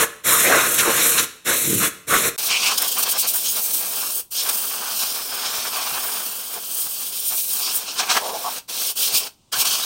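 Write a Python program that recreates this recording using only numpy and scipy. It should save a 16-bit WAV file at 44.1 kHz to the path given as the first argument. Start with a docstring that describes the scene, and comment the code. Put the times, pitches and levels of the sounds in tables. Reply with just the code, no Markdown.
"""Blow gun on a fuel tank

Compressed air cleans a tank top and its pump recess in a garage, close up and in mono: four blasts, a
blink of silence, then five from a second position. The jet hisses, splashes on the surface, roars in
hollows and buffets the tank. It flares on ribs and hoses, howls across openings and throws grit,
and each blast dies away in the room."""
import sys
import numpy as np
from scipy import signal
from scipy.fft import rfft, irfft, next_fast_len
from scipy.io import wavfile

SR = 44100
rng = np.random.default_rng(int(sys.argv[2]) if len(sys.argv) > 2 else 0)


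def store_pcm(level_fs):
    """Save levels as 16-bit WAV."""
    pcm = np.round(np.clip(level_fs, -1, 1) * 32767).astype(np.int16)
    wavfile.write(sys.argv[1], SR, np.atleast_2d(pcm).T)


N = 434385
T = np.arange(N) / SR
FFT_SIZE = next_fast_len(N, True)
HZ = np.maximum(np.arange(FFT_SIZE // 2 + 1) * SR / FFT_SIZE, 1)

# trigger pulls: (valve opens [s], valve shuts [s], buffet [dB], roar [dB], splash [dB], hiss [dB])
TRIGGER_PULLS = [(-0.03, 0.039, -26.5, -19, -22, -17), (0.232, 1.244, -33, -26.5, -24, -21.5),
                 (1.441, 1.879, -38, -39, -29, -20), (2.064, 2.287, -29.5, -25.5, -25, -20.5),
                 (2.365, 4.203, -46.5, -40.5, -29, -24.5), (4.301, 8.585, -49.5, -42, -33.0, -26),
                 (8.675, 8.909, -48, -40.5, -29.5, -29), (8.947, 9.271, -48, -44.5, -34.5, -31.5),
                 (9.514, 9.984, -47, -35.5, -26.5, -25.5)]
BUFFET_PER_ROAR = 0.49  # dB of buffeting gained for each dB of roar


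def undb(db):
    """Decibels to gain."""
    return 10 ** (np.asarray(db) / 20)


def unit(x):
    """Scale to an rms of one."""
    return x / np.sqrt(np.mean(x ** 2))


def colour(points, bells=()):
    """An EQ curve with resonant peaks and dips on top, as a gain for each frequency."""
    hz, db = np.transpose(points)
    curve_db = np.interp(np.log(HZ), np.log(hz), db)
    bells_db = sum(peak / (1 + (2 * (HZ - centre) / width) ** 2) for centre, width, peak in bells)
    return undb(curve_db + bells_db)


def noise(gain):
    """Noise shaped by a gain for each frequency, at unit rms."""
    spectrum = rng.standard_normal(2 * len(HZ)).view(complex)
    return unit(irfft(spectrum * gain, FFT_SIZE)[:N])


def wander(rate_hz):
    """Smooth random motion of unit spread, up to about rate_hz."""
    spectrum = np.fft.fft(rng.standard_normal(4096))
    hz = np.fft.fftfreq(len(spectrum), T[-1] / len(spectrum))
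    slow = np.fft.ifft(spectrum / (1 + (hz / rate_hz) ** 4)).real
    return np.interp(T, np.linspace(0, T[-1], len(slow)), unit(slow))


def swell(at, length):
    """A rounded envelope centred on a moment, one at its top."""
    distance = np.abs(2 * (T - at) / length)
    near = distance < 2
    bump = np.zeros(N)
    bump[near] = np.exp(-distance[near] ** 3)
    return bump


def valve(opening_s, closing_s):
    """Air flow builds as the trigger is squeezed and drains from the nozzle on release."""
    flow = np.zeros(N)
    for opens, shuts, *_ in TRIGGER_PULLS:
        attack = 1 - np.exp(-(np.maximum(T - opens, 0) / opening_s) ** 2)
        release = np.exp(-np.clip((T - shuts) / closing_s, 0, 20))
        flow += attack * release
    return flow


def blast_levels():
    """Buffet, roar, splash and hiss in dB: each blast has its own balance, and the long ones drift."""
    # level rides, one curve for each long blast: (time [s], roar [dB], splash [dB], hiss [dB])
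    drifts = [
        [(0.322, 3.5, 1.5, 4), (0.431, -1.5, 0.5, 5), (0.521, 11.5, 2.0, -1.5), (0.756, -4, -4, 2.5),
         (0.875, 3.5, -0.5, -2), (1.056, -2, 1, 5), (1.256, -3.0, -3, -2.5)],
        [(2.392, 2, 2.5, 1), (2.476, 2.5, 0.5, 0.5), (2.511, 9, 8, -5), (2.816, -1, -2.5, -1.5),
         (3.25, 2.5, 3.0, 3), (3.361, -6.5, -4, 1.0), (3.722, -2, -4, 5.5), (3.827, 2, -4.5, 2),
         (4.215, -6, -6, 1.5)],
        [(4.337, -6.5, -2, 0.5), (4.579, 3.5, 0, 5.5), (4.814, 5.0, 1, -2.0), (5.013, 5.5, 4.5, 4.0),
         (5.294, 1.5, -2.5, -2.5), (5.448, 8.5, 5, -2.5), (6.103, 8, 1.5, 2.0), (6.607, -6.5, -6.0, -5),
         (6.813, -2.5, 0, 6), (6.881, -5.5, -3.5, 1.5), (7.209, -7.5, 1.0, 1), (7.325, -14, -8, 5),
         (7.654, 2.5, 6, 2.5), (7.884, 0.5, -2.5, -8), (8.528, 4, 0.5, -3.5)],
    ]
    pulls = np.array(TRIGGER_PULLS)
    current_pull = np.searchsorted(pulls[1:, 0], T)
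    levels = pulls[current_pull, 2:].T
    for curve in drifts:
        times, *rides = np.transpose(curve)
        during = current_pull == np.searchsorted(pulls[1:, 0], times.mean())
        roar, splash, hiss = (np.interp(T[during], times, ride) for ride in rides)
        levels[:, during] += [BUFFET_PER_ROAR * roar, roar, splash, hiss]
    return levels


def aim(roar_per_splash=0.38, splash_per_roar=0.47, tremor_hz=11, tremor_db=1.0):
    """Swings in dB as the jet roams: edges make it splash and hiss, hollows make it roar and buffet."""
    # the jet flares on a rib or hose, or misses the surface and dips:
    # (centre [s], length [s], splash rise [dB], hiss rise [dB])
    edges = [(0.31, 0.05, 1, 1.5), (0.8, 0.033, 11.5, 1.5), (1.192, 0.032, 12, 3.5), (2.463, 0.042, 3, 5.5),
             (2.672, 0.068, 5, 3.5), (2.783, 0.016, 10, 13), (2.824, 0.014, -1, 11), (2.85, 0.014, 4, 5.0),
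             (2.887, 0.023, 6.5, 8.5), (2.922, 0.018, 3.5, 5), (2.993, 0.032, -4, 7),
             (3.034, 0.018, 5.5, 7), (3.351, 0.032, -2, 11.5), (3.477, 0.098, 7, 1.5), (3.65, 0.041, -1, 2),
             (3.746, 0.032, 2, 4.5), (4.165, 0.042, -2, 3.0), (4.381, 0.098, 10, 0.5),
             (4.495, 0.015, 3.5, 10), (5.01, 0.045, 4.5, 1.0), (5.103, 0.034, 2.5, 1.0),
             (5.465, 0.036, 3, -2), (5.57, 0.04, 0, 3), (5.71, 0.036, -5, -1), (6.545, 0.026, 0.5, 5),
             (6.97, 0.02, -1.5, -4.0), (7.11, 0.035, -6, -4), (7.274, 0.058, 3.5, 3.5),
             (7.39, 0.043, 8.5, 3.5), (7.53, 0.051, 0.5, 6.5), (7.764, 0.063, 2, 12), (7.9, 0.057, 6, -3),
             (7.997, 0.044, 11.5, 3), (8.116, 0.045, 12.0, 2), (8.158, 0.058, 3, 6), (8.32, 0.035, -5, -4),
             (8.885, 0.21, 2.5, 8), (9.037, 0.13, 11, 13), (9.165, 0.079, 14.0, 16.5), (9.53, 0.02, 5.5, 3),
             (9.606, 0.042, 5.5, 10), (9.642, 0.018, -9, -5.0), (9.655, 0.011, 4.5, 3),
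             (9.707, 0.15, 5.0, 3.5)]
    # the jet dips into a hollow: (centre [s], length [s], roar rise [dB])
    hollows = [(1.005, 0.055, 4), (1.5, 0.13, 17), (1.843, 0.085, 14.5), (2.144, 0.065, 6.5),
               (2.714, 0.065, 9.5), (2.833, 0.072, 13.5), (2.99, 0.041, 14), (3.07, 0.053, 7.5),
               (3.359, 0.05, 9), (3.581, 0.057, 12), (4.027, 0.14, 8.0), (4.484, 0.12, 10.5),
               (4.822, 0.065, 2.5), (5.336, 0.064, 5.5), (5.779, 0.05, 3.5), (5.958, 0.045, 4),
               (6.091, 0.07, 2), (6.562, 0.068, 10), (6.866, 0.012, 10.5), (7.029, 0.056, 7.5),
               (7.336, 0.068, 18), (8.02, 0.07, 11), (8.108, 0.062, 14.5), (8.167, 0.053, 18),
               (9.233, 0.09, 6), (9.532, 0.038, 8.5)]
    roar, splash, hiss = shake()
    for at, length, splash_db, hiss_db in edges:
        on_edge = swell(at, length)
        roar += roar_per_splash * splash_db * on_edge
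        splash += splash_db * on_edge
        hiss += hiss_db * on_edge
    hollow_db = sum(rise_db * swell(at, length) for at, length, rise_db in hollows)
    hollow_db += tremor_db * wander(tremor_hz)  # the unsteady hand makes the roar waver
    roar += hollow_db
    splash += splash_per_roar * hollow_db
    return np.array([BUFFET_PER_ROAR * roar, roar, splash, hiss])


def eddy_bands(crossovers_hz=(650, 2100, 7500)):
    """Shares of the spectrum for four sizes of eddy, largest first; their powers add to one."""
    below = [1 / (1 + (HZ / hz) ** order) for hz, order in zip(crossovers_hz, (12, 10, 8))]
    powers = np.diff([np.zeros_like(HZ), *below, np.ones_like(HZ)], axis=0)
    return np.sqrt(np.abs(powers))


def turbulence(gain, lag, flutter_db, flutter_hz, reflection=0.22):
    """Eddies come in uneven gusts and are heard again, lag samples later, off the tank."""
    eddies = noise(gain)
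    reflected = eddies[np.arange(N) - np.round(lag).astype(int)]
    gusts = undb(flutter_db * wander(flutter_hz))
    return unit((eddies + reflection * reflected) * gusts)


def grit(gain, per_second=45, scatter_db=4, low_cut_hz=1800):
    """Loosened dirt ticks against the tank: many faint grains, a few sharp ones."""
    hits = rng.random(N) < per_second / SR
    sizes = undb(scatter_db * np.minimum(rng.exponential(size=N), 3.5))
    spectrum = rfft(hits * sizes, FFT_SIZE) * gain * HZ / (HZ + low_cut_hz)
    return unit(irfft(spectrum, FFT_SIZE)[:N])


def jet(levels, gain, trim_db, grit_db, sputter_db, bounce_s=0.0006, sway=0.16):
    """Large eddies buffet the tank, middling ones stir its hollows, small ones splash and hiss."""
    large, middling, small, finest = eddy_bands() * gain
    lag = SR * bounce_s * np.exp(sway * wander(rate_hz=3.5))  # the bounce shifts as the hand sways
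    sputter = unit(undb(sputter_db * wander(rate_hz=38)))  # shifting contact with the uneven surface
    buffet = turbulence(large, lag, flutter_db=0.9, flutter_hz=45)
    roar = turbulence(middling, lag, flutter_db=1.8, flutter_hz=35.2)
    splash = turbulence(small, lag, flutter_db=1.04, flutter_hz=45.2) + undb(grit_db) * grit(gain)
    hiss = turbulence(finest, lag, flutter_db=1.22, flutter_hz=45)
    layers = [sputter * buffet, sputter * roar, sputter * splash, hiss]
    faders = undb(levels + np.array(trim_db)[:, None])
    return np.sum(faders * layers, axis=0)


def room(x, wet_db, t60_s, treble_t60_s, crossover_hz=7000):
    """Diffuse echoes off the car body and the garage; the treble has its own decay time."""
    t = T[:SR // 2]
    echoes = rng.standard_normal(len(t))
    low = signal.sosfiltfilt(signal.butter(1, crossover_hz, fs=SR, output="sos"), echoes)
    treble = echoes - low
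    tail = low * undb(-60 * t / t60_s) + 0.41 * treble * undb(-60 * t / treble_t60_s)
    tail *= t > 0.004  # pre-delay
    tail /= np.sqrt(np.sum(tail ** 2))
    return x + undb(wet_db) * signal.fftconvolve(x, tail)[:N]


def garage_tone(level_db=-60.5):
    """The quiet garage: a steady low rumble with a faint hiss."""
    # room tone spectrum: (frequency [Hz], level [dB])
    spectrum = [(40, -4), (100, 2.5), (360, -4.5), (550, -12.5), (1000, -9), (1750, -27), (3000, -13),
                (5500, -15.5), (9000, -16), (11300, -33.5), (14500, -24)]
    return undb(level_db) * noise(colour(spectrum))


def howls():
    """Openings in the pump recess ring breathily while the jet lies across them."""
    # passes over an opening: (centre [s], length [s], pitch [Hz], bandwidth [Hz], level [dB])
    openings = [(0.345, 0.084, 1200.0, 360.0, -23), (0.465, 0.045, 2190.0, 700.0, -20),
                (0.52, 0.13, 539, 420, -19), (0.538, 0.12, 1890, 450.0, -27),
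                (0.888, 0.062, 420.0, 320.0, -22), (0.89, 0.067, 1096, 700, -26.5),
                (1.719, 0.15, 330.0, 240.0, -26), (1.743, 0.17, 160.5, 100.0, -29),
                (2.142, 0.077, 1298, 420.0, -19), (2.541, 0.094, 2660, 1000, -21.5),
                (2.666, 0.098, 2576.0, 850, -24), (3.483, 0.064, 6520, 500.0, -27),
                (5.298, 0.85, 5170, 700.0, -37.5), (6.572, 0.028, 720, 600, -36),
                (7.66, 0.089, 4980, 1000.0, -28.5), (8.173, 0.019, 2294, 2000.0, -21.5),
                (8.299, 0.22, 761, 620.0, -30.0), (8.467, 0.057, 934, 524, -24.5),
                (9.545, 0.048, 1554, 350, -32), (9.836, 0.025, 3800.0, 180.0, -26.5)]
    out = np.zeros(N)
    for at, length, hz, width, db in openings:
        envelope = swell(at, length)
        on = envelope > 0
        # turbulence stirs the size and phase of the ring; a leakier opening rings in a wider band
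        leak = signal.butter(4, width / 2, fs=SR, output="sos")
        stir = signal.sosfilt(leak, rng.standard_normal((2, 2 * SR)))[:, -on.sum():]
        phase = 2 * np.pi * hz * T[on]
        ring = unit(stir[0] * np.cos(phase) + stir[1] * np.sin(phase))
        out[on] += undb(db) * envelope[on] * ring
    return out


def shake(centre_s=3.202, length_s=0.34, rate_hz=10.6, abruptness=2.4):
    """The gun is shaken to and fro: the jet hisses on a hose and roars in the hollow beside it."""
    swing_db = (-6.5, 1.5, 7.5)  # roar, splash and hiss with the jet on the hose
    on_hose = np.tanh(abruptness * np.cos(2 * np.pi * rate_hz * (T - centre_s)))
    return np.outer(swing_db, on_hose * swell(centre_s, length_s))


def puffs(corner_hz=150):
    """Stray air thrown back from the tank hits the microphone in soft, low thuds."""
    # puffs of air: (centre [s], length [s], level [dB])
    gusts = [(3.5, 0.068, -50), (5.586, 0.028, -50), (5.953, 0.11, -52), (6.857, .024, -43),
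             (9.15, 0.045, -46), (9.584, .06, -45), (9.684, 0.054, -50)]
    thud = noise(HZ / (1 + (HZ / corner_hz) ** 3))
    return thud * sum(undb(db) * swell(at, length) for at, length, db in gusts)


def scene():
    """The gun from two positions, one after the other, over the quiet garage."""
    # tone of the rushing air, full-bodied at first, then brighter: (frequency [Hz], level [dB])
    full_air = [(40.0, -17), (100.0, -9.5), (250.0, -4), (600.0, -1), (1200.0, -1.5), (2500.0, -2),
                (4500.0, -5.5), (7000.0, -5), (10000.0, -6.5), (13500.0, -8.5), (15700.0, -14)]
    bright_air = [(40.0, -37), (100.0, -29), (250.0, -16.5), (600.0, -10), (1200.0, -11), (2500.0, -0.5),
                  (4500.0, 1.5), (7000.0, 0), (10000.0, 0.7), (13500.0, 3), (15700.0, 1.5)]
    # peaks and deep notches in the sound at each position: # (frequency [Hz], width [Hz], gain [dB])
    first_colour = [(148.5, 44.1, 1), (457, 115, 6.5), (817, 230, -10), (1359.8, 152.0, -0.5),
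                    (1830, 240, -1.8), (3070, 510, -5), (3903.2, 400, 3), (4804, 500, -17),
                    (6700, 280.0, 0)]
    second_colour = [(764, 53, 6), (893, 41, -4), (1087, 400, 6.5), (1550, 71, 2.5), (1950, 710, -13.5),
                     (3313, 600, 8), (3415, 630, -7.5), (5400, 150, 4), (7280, 660, -3.5),
                     (9150, 1040, 3.5), (11350, 1060, -15.5)]
    silence_from_s, silence_to_s = 2.363, 2.379
    levels = blast_levels() + aim()
    howl = howls()
    first = jet(levels, colour(full_air, first_colour),
                trim_db=[-0.22, -0.2, -0.2, 0.22], grit_db=-20.0, sputter_db=-0.2)
    second = jet(levels, colour(bright_air, second_colour),
                 trim_db=[0.4, 0.28, -0.0083, 0.35], grit_db=-17.5, sputter_db=1.07)
    first = (first + howl) * valve(opening_s=0.025, closing_s=0.011)
    second = (second + howl) * valve(opening_s=0.016, closing_s=0.011)
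    first = room(first, wet_db=-14, t60_s=0.53, treble_t60_s=0.46)
    second = room(second, wet_db=-13, t60_s=0.19, treble_t60_s=0.25)
    garage = garage_tone()
    mono = (first + garage) * (T < silence_from_s) + (second + puffs() + garage) * (T > silence_to_s)
    return np.array([mono, mono])


def record(dry):
    """A steep low-pass takes the very top off the hiss."""
    cutoff_hz = 15850
    return signal.sosfilt(signal.ellip(12, 0.1, 80, cutoff_hz, fs=SR, output="sos"), dry)


dry = scene()
out = record(dry)
store_pcm(out)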